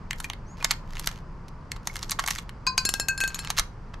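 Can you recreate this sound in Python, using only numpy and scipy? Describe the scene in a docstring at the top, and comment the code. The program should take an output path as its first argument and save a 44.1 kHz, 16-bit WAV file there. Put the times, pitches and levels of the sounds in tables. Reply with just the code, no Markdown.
"""Sharp steel clicks over a low outdoor rumble: a revolver is handled close by in a paved back yard.
Latch, cylinder and hammer strike and ring the frame; sliding parts stick and slip. A faint bird whistles.
The ejector rattles three cases out; they bounce, tumble and ring on the paving. The cylinder snaps shut.
The hand jolts the microphone twice; hands, ground and fences reflect gun and cases."""
import sys
import numpy as np
from scipy import signal
from scipy.fft import rfft, irfft, next_fast_len
from scipy.io import wavfile

SR = 44100
rng = np.random.default_rng(int(sys.argv[2]) if len(sys.argv) > 2 else 0)


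def store_wav(level_fs):
    """Save 16-bit WAV to argv[1]."""
    pcm = np.round(np.clip(np.atleast_2d(level_fs), -1, 1) * 32767)
    wavfile.write(sys.argv[1], SR, pcm.T.astype(np.int16))


N = 176400

# outdoor rumble and hiss (frequency [Hz], relative level [dB])
AIR_SPECTRUM = [(13, -32.5), (22, 3), (60, -9), (157, -11), (271, -23.5), (450, -26.5), (724, -31),
                (978, -24), (1740, -36.5), (3830, -53.5), (4770, -47.5), (15000, -79.5)]
# steel parts meeting (time [s], contact time constant [s], level in each of four bands [dB])
STEEL_CLICKS = [(0.1084, 0.0014, -37, -25.5, -31, -41.5), (0.1306, 0.0013, -44, -32.5, -45.5, -45),
                (0.2012, 0.0024, -34.5, -38.5, -36, -37), (0.2425, 0.0054, -39.5, -35, -36.5, -42),
                (0.2997, 0.00097, -34.5, -29.5, -34.5, -44), (0.3339, 0.0011, -53.5, -36.5, -47, -51),
                (0.626, 0.0029, -32, -36, -41, -49), (0.645, 0.0014, -27, -24, -17.5, -28.5),
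                (0.6495, 0.0039, -30.5, -27.5, -33, -38), (0.7083, 0.0036, -26, -23, -18.5, -48),
                (0.7122, 0.0022, -33, -26, -26, -28), (0.9688, 0.0012, -45, -36, -45, -59),
                (0.9953, 0.0024, -41.5, -40, -34, -34), (1.0734, 0.00025, -28.5, -26, -22.5, -27),
                (1.7173, 0.0014, -44.5, -31, -31, -39.5), (1.872, 0.0022, -31.5, -32.5, -25, -33.5),
                (1.9568, 0.0014, -38, -35.5, -37, -41), (1.9655, 0.004, -41.5, -57.5, -35.5, -46),
                (2.029, 0.00034, -38, -44, -31, -50), (2.096, 0.00066, -42, -39.5, -30.5, -53),
                (2.1091, 0.00072, -44.5, -35, -33, -27), (2.1163, 0.0061, -32, -30, -23, -34),
                (2.189, 0.003, -25, -31, -41, -49), (2.1931, 0.0047, -23.5, -26.5, -27, -36.5),
                (2.2388, 0.0019, -32, -32.5, -39, -48), (2.262, 0.0027, -37, -41, -30.5, -40),
                (2.2759, 0.0024, -31.5, -27.5, -28.5, -31), (2.2838, 0.002, -28, -26.5, -33, -32),
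                (2.3056, 0.0031, -31.5, -28.5, -27, -35.5), (2.3588, 0.001, -39.5, -36.5, -39, -51),
                (2.385, 0.0036, -37, -32.5, -33.5, -46), (2.4924, 0.0023, -44, -40, -46, -51.5),
                (3.473, 0.00099, -40, -35.5, -36.5, -60), (3.5019, 0.0037, -27, -29, -24, -31),
                (3.5857, 0.0026, -24.5, -26.5, -19.5, -37), (3.5947, 0.0031, -27.5, -25.5, -19.5, -26)]
# the four bands (low edge [Hz], high edge [Hz])
BANDS_HZ = [(760, 1650), (1750, 3500), (3600, 7600), (8300, 13500)]
# hand-damped frame (frequency [Hz], relative level [dB], t60 [s])
FRAME_MODES = [(1105, -6.5, .018), (1866, -15, 0.046), (2144, -0.5, 0.019), (4330, 3, 0.0063),
               (6380, -4.5, .018)]
# metal scraping (time [s], length [s] capped at 0.5, level [dB], tilt [dB/octave])
SCRAPES = [(0.149, 0.19, -50, 5), (0.57, 0.058, -41.5, -3), (0.681, 0.065, -37.5, -2),
           (0.851, 0.37, -46, -1.5), (1.057, .009, -33.5, 7.5), (1.48, 0.013, -48, 2.5),
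           (1.758, .014, -43.5, -3), (1.821, 0.31, -47, 2), (2.016, 0.027, -37, 0),
           (2.186, 0.26, -40.5, 2.5), (2.266, 0.068, -33, 1.5), (3.168, 0.73, -45, -3),
           (3.566, 0.038, -26, 1), (3.933, 0.015, -41.5, -6.5)]
# scrape before tilt (frequency [Hz], relative level [dB])
SCRAPE_SPECTRUM = [(400, -22.5), (1300, -0.5), (6500, -4.5), (9000, -16), (12500, -13.5)]
# a light touch ticks, a hard push scrapes densely (scrape level [dB], slip spread [dB])
SLIP_SPREAD = [(-46, 9.5), (-36, 5.5)]
# latch and lock springs (time [s], frequency [Hz], level [dB])
SPRING_RINGS = [(.244, 2410, -26), (.61, 2440, -33), (1.898, 2180, -33), (1.957, 2137, -31)]
# bird (time [s], length [s], start pitch [Hz], middle pitch [Hz], end pitch [Hz], level [dB])
BIRD_WHISTLES = [(.455, .11, 5400, 6700, 6300, -55)]
# cylinder seating (time [s], level [dB])
SEAT_KNOCKS = [(.646, -28), (.711, -30), (3.595, -30.5)]
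# hand jolting the microphone (time [s], level [dB])
MIC_JOLTS = [(1.077, -29), (3.596, -20)]
# ring per case (frequency [Hz], relative level [dB], t60 [s] before RING_T60_SCALE)
BRASS_MODES = { "first": [(1039, -11, .27), (1537, -10, .19), (2490, -4, .11), (4075, -6, .12),
               (4621, -3, .14), (4948, -1, .1), (6492, -3, .065), (7736, -6, .06)],
               "second": [(1608, -8, .25), (2612, -11, .2), (4295, -1, .13), (5197, -7, .13),
               (6794, -6, .08), (7456, -2, .1), (9865, -6, .085), (11220, -5, .05)],
               "third": [(1571, -4.5, .28), (2575, -2, .13), (4305, -8, .15), (4392, -9, .1),
               (6705, -1, .085), (8040, -6, .07), (11740, -7, .055)]}
# bounces per case (time [s], relative ring level [dB], tilt [dB/octave], relative tick level [dB])
CASE_BOUNCES = {"first": [(2.6667, -23, -2.5, -31), (2.672, -21, -3, -37.5), (2.7785, -18, -0.7, -17.5)],
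                "second": [(2.8518, -19, 0, -20.5), (2.8905, -30.5, 7.5, -19.5),
                (2.9392, -28.5, -6.5, -18.5), (2.9984, -24, 1.5, -22), (3.1773, -31, -3.5, -34),
                (3.3906, -31, 0.5, -28), (3.4474, -40, -4.5, -36.5)], "third": [(3.0847, -19, -2, -23),
                (3.2037, -30.5, -4, -24.5), (3.2113, -23.5, -1, -30), (3.2379, -27.5, -5.5, -24),
                (3.2771, -31.5, 2.5, -27), (3.3449, -36, 8, -27)]}
# crowd of weak high overtones after a bounce (frequency [Hz], relative level [dB])
SHIMMER_SPECTRUM = [(800, -21.5), (7000, 12.5), (9000, 2), (12500, 1)]
# brass on stone (frequency [Hz], relative level [dB])
TICK_SPECTRUM = [(150, -3), (6000, 3), (12500, -4.5)]
# low knock per case (offset from the bounce's tick level [dB])
CASE_KNOCK_DB = {"first": -25, "second": -0.5, "third": 0.5}
# gun position (frequency [Hz], left minus right [dB])
GUN_PAN = [(5000, -2), (11000, 1.5)]
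# gun's lag on the left (frequency [Hz], phase [rad])
GUN_LAG = [(1100, .22), (2100, 0.93), (4200, .1)]
# case position (frequency [Hz], left minus right [dB])
CASE_PAN = [(4000, 1.5), (11000, 3.2)]
# reflections (frequency [Hz], relative level [dB])
ECHO_SPECTRUM = [(200, -14), (1100, -0.5), (12000, -13)]

LEAD_S, RUB_DB, RUB_S = .008, -18, .0017  # parts rub just before they meet
RING_DB, RING_T60_SCALE, RING_RISE_S, MODE_SCATTER_DB = -1, .89, .00068, 1.5
TUMBLE_HZ, TUMBLE_DEPTH = 36, .45
SHIMMER_DB, SHIMMER_T60_S = -15.5, .16
TICK_DB, TICK_S = -1.5, .0017


def undb(db):
    """Decibels to gain."""
    return 10 ** (np.asarray(db) / 20)


def unit(x):
    """Scale to rms 1."""
    return x / np.sqrt(np.mean(x ** 2) + 1e-20)


def seconds(length_s):
    """Time axis."""
    return np.arange(int(length_s * SR)) / SR


def fade(t, t60_s):
    """Decay by 60 dB in t60_s."""
    return np.exp(-np.log(1000) * t / t60_s)


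def burst(x):
    """Scale to the energy of 5 ms at rms 1."""
    return x * np.sqrt(.005 * SR / np.sum(x ** 2))


def add(out, start_s, x):
    """Mix x in at start_s."""
    i = max(int(start_s * SR), 0)
    out[i:i + len(x)] += x[:max(N - i, 0)]


def colour(x, points):
    """Minimum-phase filter through (frequency [Hz], gain [dB]) points."""
    size = next_fast_len(len(x) // 2 + 2048) * 2
    hz, db = np.array(points).T
    bins_hz = np.maximum(np.arange(size // 2 + 1) * SR / size, 1)
    gain = undb(np.interp(np.log(bins_hz), np.log(hz), db))
    cepstrum = irfft(np.log(gain))
    cepstrum[1:size // 2] *= 2
    cepstrum[size // 2 + 1:] = 0
    return irfft(rfft(x, size) * np.exp(rfft(cepstrum)))[:len(x)]


def ping(hz, t60_s):
    """One struck resonance."""
    t = seconds(.5)
    return np.sin(2 * np.pi * hz * t) * fade(t, t60_s)


def air(level_db=-39, sway_db=.4):
    """Outdoor rumble and faint hiss, gently swaying, wider in the treble."""
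    mid, side = (unit(colour(rng.standard_normal(N), AIR_SPECTRUM)) for _ in range(2))
    side = colour(side, [(150, 20 * np.log10(.091)), (1200, 20 * np.log10(.42))])
    sway = np.interp(np.arange(N), np.linspace(0, N, num=24), rng.standard_normal(24))
    return undb(level_db + sway_db * sway) * np.array([mid + side, mid - side])


def grit(count, grain):
    """Noise of many tiny contacts of unequal size."""
    noise, log_size = rng.standard_normal((2, count))
    return noise * np.exp(grain * np.repeat(log_size, 12)[:count])


def contact(decay_s, rise_s=.00022):
    """Force of one blow: a light rub, then at LEAD_S a fast rise and dying chatter."""
    t = seconds(.06) - LEAD_S
    after_s = np.maximum(t, 0)
    blow = np.minimum(after_s / rise_s, 1) * np.exp(-after_s / decay_s)
    rub = undb(RUB_DB) * np.exp(-abs(t) / RUB_S)
    return grit(len(t), grain=.3) * (blow + rub)


def clicks(crack_db=31):
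    """Each steel contact cracks and briefly rings the frame, with its own band levels."""
    out, t = np.zeros(N), seconds(.06)
    frame = sum(undb(db) * np.cos(2 * np.pi * hz * t) * fade(t, t60_s) for hz, db, t60_s in FRAME_MODES)
    frame[0] += undb(crack_db)
    bands = [signal.butter(3, edges, "band", fs=SR, output="sos") for edges in BANDS_HZ]
    for start_s, decay_s, *levels_db in STEEL_CLICKS:
        blow = signal.fftconvolve(contact(decay_s), frame)[:len(t)]
        click = sum(undb(db) * burst(signal.sosfilt(band, blow)) for band, db in zip(bands, levels_db))
        add(out, start_s - LEAD_S, click)
    return out


def scrapes(slip_s=.0025):
    """Cylinder, ejector rod and cases slide, sticking and slipping in tiny ticks."""
    out, t = np.zeros(N), seconds(.5)
    for start_s, length_s, db, tilt_db_oct in SCRAPES:
        count = len(seconds(min(length_s, .5)))
        spread_db = np.interp(db, *np.array(SLIP_SPREAD).T)
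        slips = undb(spread_db * rng.standard_normal(len(t)))[(t / slip_s).astype(int)]
        friction = grit(len(t), grain=.17) * slips
        spectrum = [(hz, base_db + tilt_db_oct * np.log2(hz / 1000)) for hz, base_db in SCRAPE_SPECTRUM]
        scrape = unit(colour(friction, spectrum)[:count])
        add(out, start_s, undb(db) * scrape * np.hanning(count) ** .5)
    return out


def springs():
    """Latch and lock springs ring briefly."""
    out = np.zeros(N)
    for start_s, hz, db in SPRING_RINGS:
        add(out, start_s, undb(db) * ping(hz, t60_s=.046))
    return out


def bird(jitter=.09):
    """A thin, near-pure whistle arches through three pitches."""
    out = np.zeros(N)
    for start_s, length_s, *pitches_hz, db in BIRD_WHISTLES:
        progress = seconds(length_s) / length_s
        arch_hz = np.polyval(np.polyfit([0, .5, 1], pitches_hz, 2), progress)
        hz = arch_hz * (1 + jitter * rng.standard_normal(SR)[:len(progress)])
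        tone = np.sin(2 * np.pi * np.cumsum(hz) / SR)
        add(out, start_s, undb(db) * np.sin(np.pi * progress) * tone)
    return out


def cylinder_knocks():
    """The cylinder knocks as it seats in the frame."""
    out = np.zeros(N)
    for start_s, db in SEAT_KNOCKS:
        add(out, start_s, undb(db) * ping(hz=660, t60_s=.031))
    return out


def jolts(hz=32.4, decay_s=.015):
    """The hand jolts the microphone: a deep wobble."""
    out, t = np.zeros(N), seconds(.62)
    for start_s, db in MIC_JOLTS:
        add(out, start_s, undb(db) * np.sin(2 * np.pi * hz * t) * np.exp(-t / decay_s))
    return out


def cases():
    """Each bounce on stone ticks, knocks, shimmers and rings a fresh mix of modes; tumbling flutters it."""
    out, t = np.zeros(N), seconds(.5)
    attack = np.minimum(t / RING_RISE_S, 1)
    for name, bounces in CASE_BOUNCES.items():
        hz, mode_db, t60_s = np.array(BRASS_MODES[name]).T[:, :, None]
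        octaves = np.log2(hz / 4000)
        for start_s, ring_db, tilt_db_oct, tick_db in bounces:
            scatter, phase, spin, facing = rng.standard_normal((4, len(hz), 1))
            gains = undb(RING_DB + ring_db + mode_db + tilt_db_oct * octaves + MODE_SCATTER_DB * scatter)
            flutter = 1 + TUMBLE_DEPTH * np.sin(2 * np.pi * (TUMBLE_HZ * 2 ** (spin / 2) * t + facing))
            modes = np.sin(2 * np.pi * (hz * t + phase)) * fade(t, t60_s * RING_T60_SCALE)
            ring = (gains * flutter * modes).sum(axis=0)
            overtones = rng.standard_normal(len(t)) * fade(t, SHIMMER_T60_S)
            shimmer = undb(SHIMMER_DB + tick_db) * burst(colour(overtones, SHIMMER_SPECTRUM))
            tick = undb(TICK_DB + tick_db) * burst(colour(contact(TICK_S), TICK_SPECTRUM))
            knock = undb(CASE_KNOCK_DB[name] + tick_db) * ping(hz=239, t60_s=.0049)
            add(out, start_s - LEAD_S, tick)
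            add(out, start_s, (ring + shimmer) * attack + knock)
    return out


def pan(x, balance):
    """Split between left and right by frequency."""
    return np.array([colour(x, [(hz, sign * db / 2) for hz, db in balance]) for sign in (1, -1)])


def lag_left(pair, points):
    """Delay the left channel by a frequency-dependent phase."""
    left, right = pair
    hz, lag_rad = np.array(points).T
    phase_rad = np.interp(np.arange(N // 2 + 1) * SR / N, hz, lag_rad)
    return np.array([irfft(rfft(left) * np.exp(-1j * phase_rad), N), right])


def echoes(x, db, t60_s):
    """Diffuse reflections, different at each ear."""
    t = seconds(.94)
    envelope = fade(t, t60_s) * (t > .002)
    tails = [colour(rng.standard_normal(len(t)) * envelope, ECHO_SPECTRUM) for _ in range(2)]
    return undb(db) * np.array([signal.fftconvolve(x, tail / np.linalg.norm(tail))[:N] for tail in tails])


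def scene():
    """Gun and cases, their reflections from hands, ground and fences, bird, jolts and outdoor air."""
    steel = clicks() + scrapes() + springs() + cylinder_knocks()
    brass = cases()
    direct = lag_left(pan(steel, GUN_PAN), GUN_LAG) + pan(brass, CASE_PAN)
    near = echoes(steel + brass, db=-16, t60_s=.084)
    yard = echoes(steel + brass, db=-18, t60_s=.24)
    return direct + near + yard + bird() + jolts() + air()


def record(dry):
    """The microphone dulls the very top and cuts it off."""
    rolloff_hz, cutoff_hz = 13200, 16400
    dulled = signal.sosfilt(signal.butter(12, rolloff_hz, fs=SR, output="sos"), dry)
    return signal.sosfilt(signal.ellip(8, .2, 70, cutoff_hz, fs=SR, output="sos"), dulled)


dry = scene()
out = record(dry)
store_wav(out)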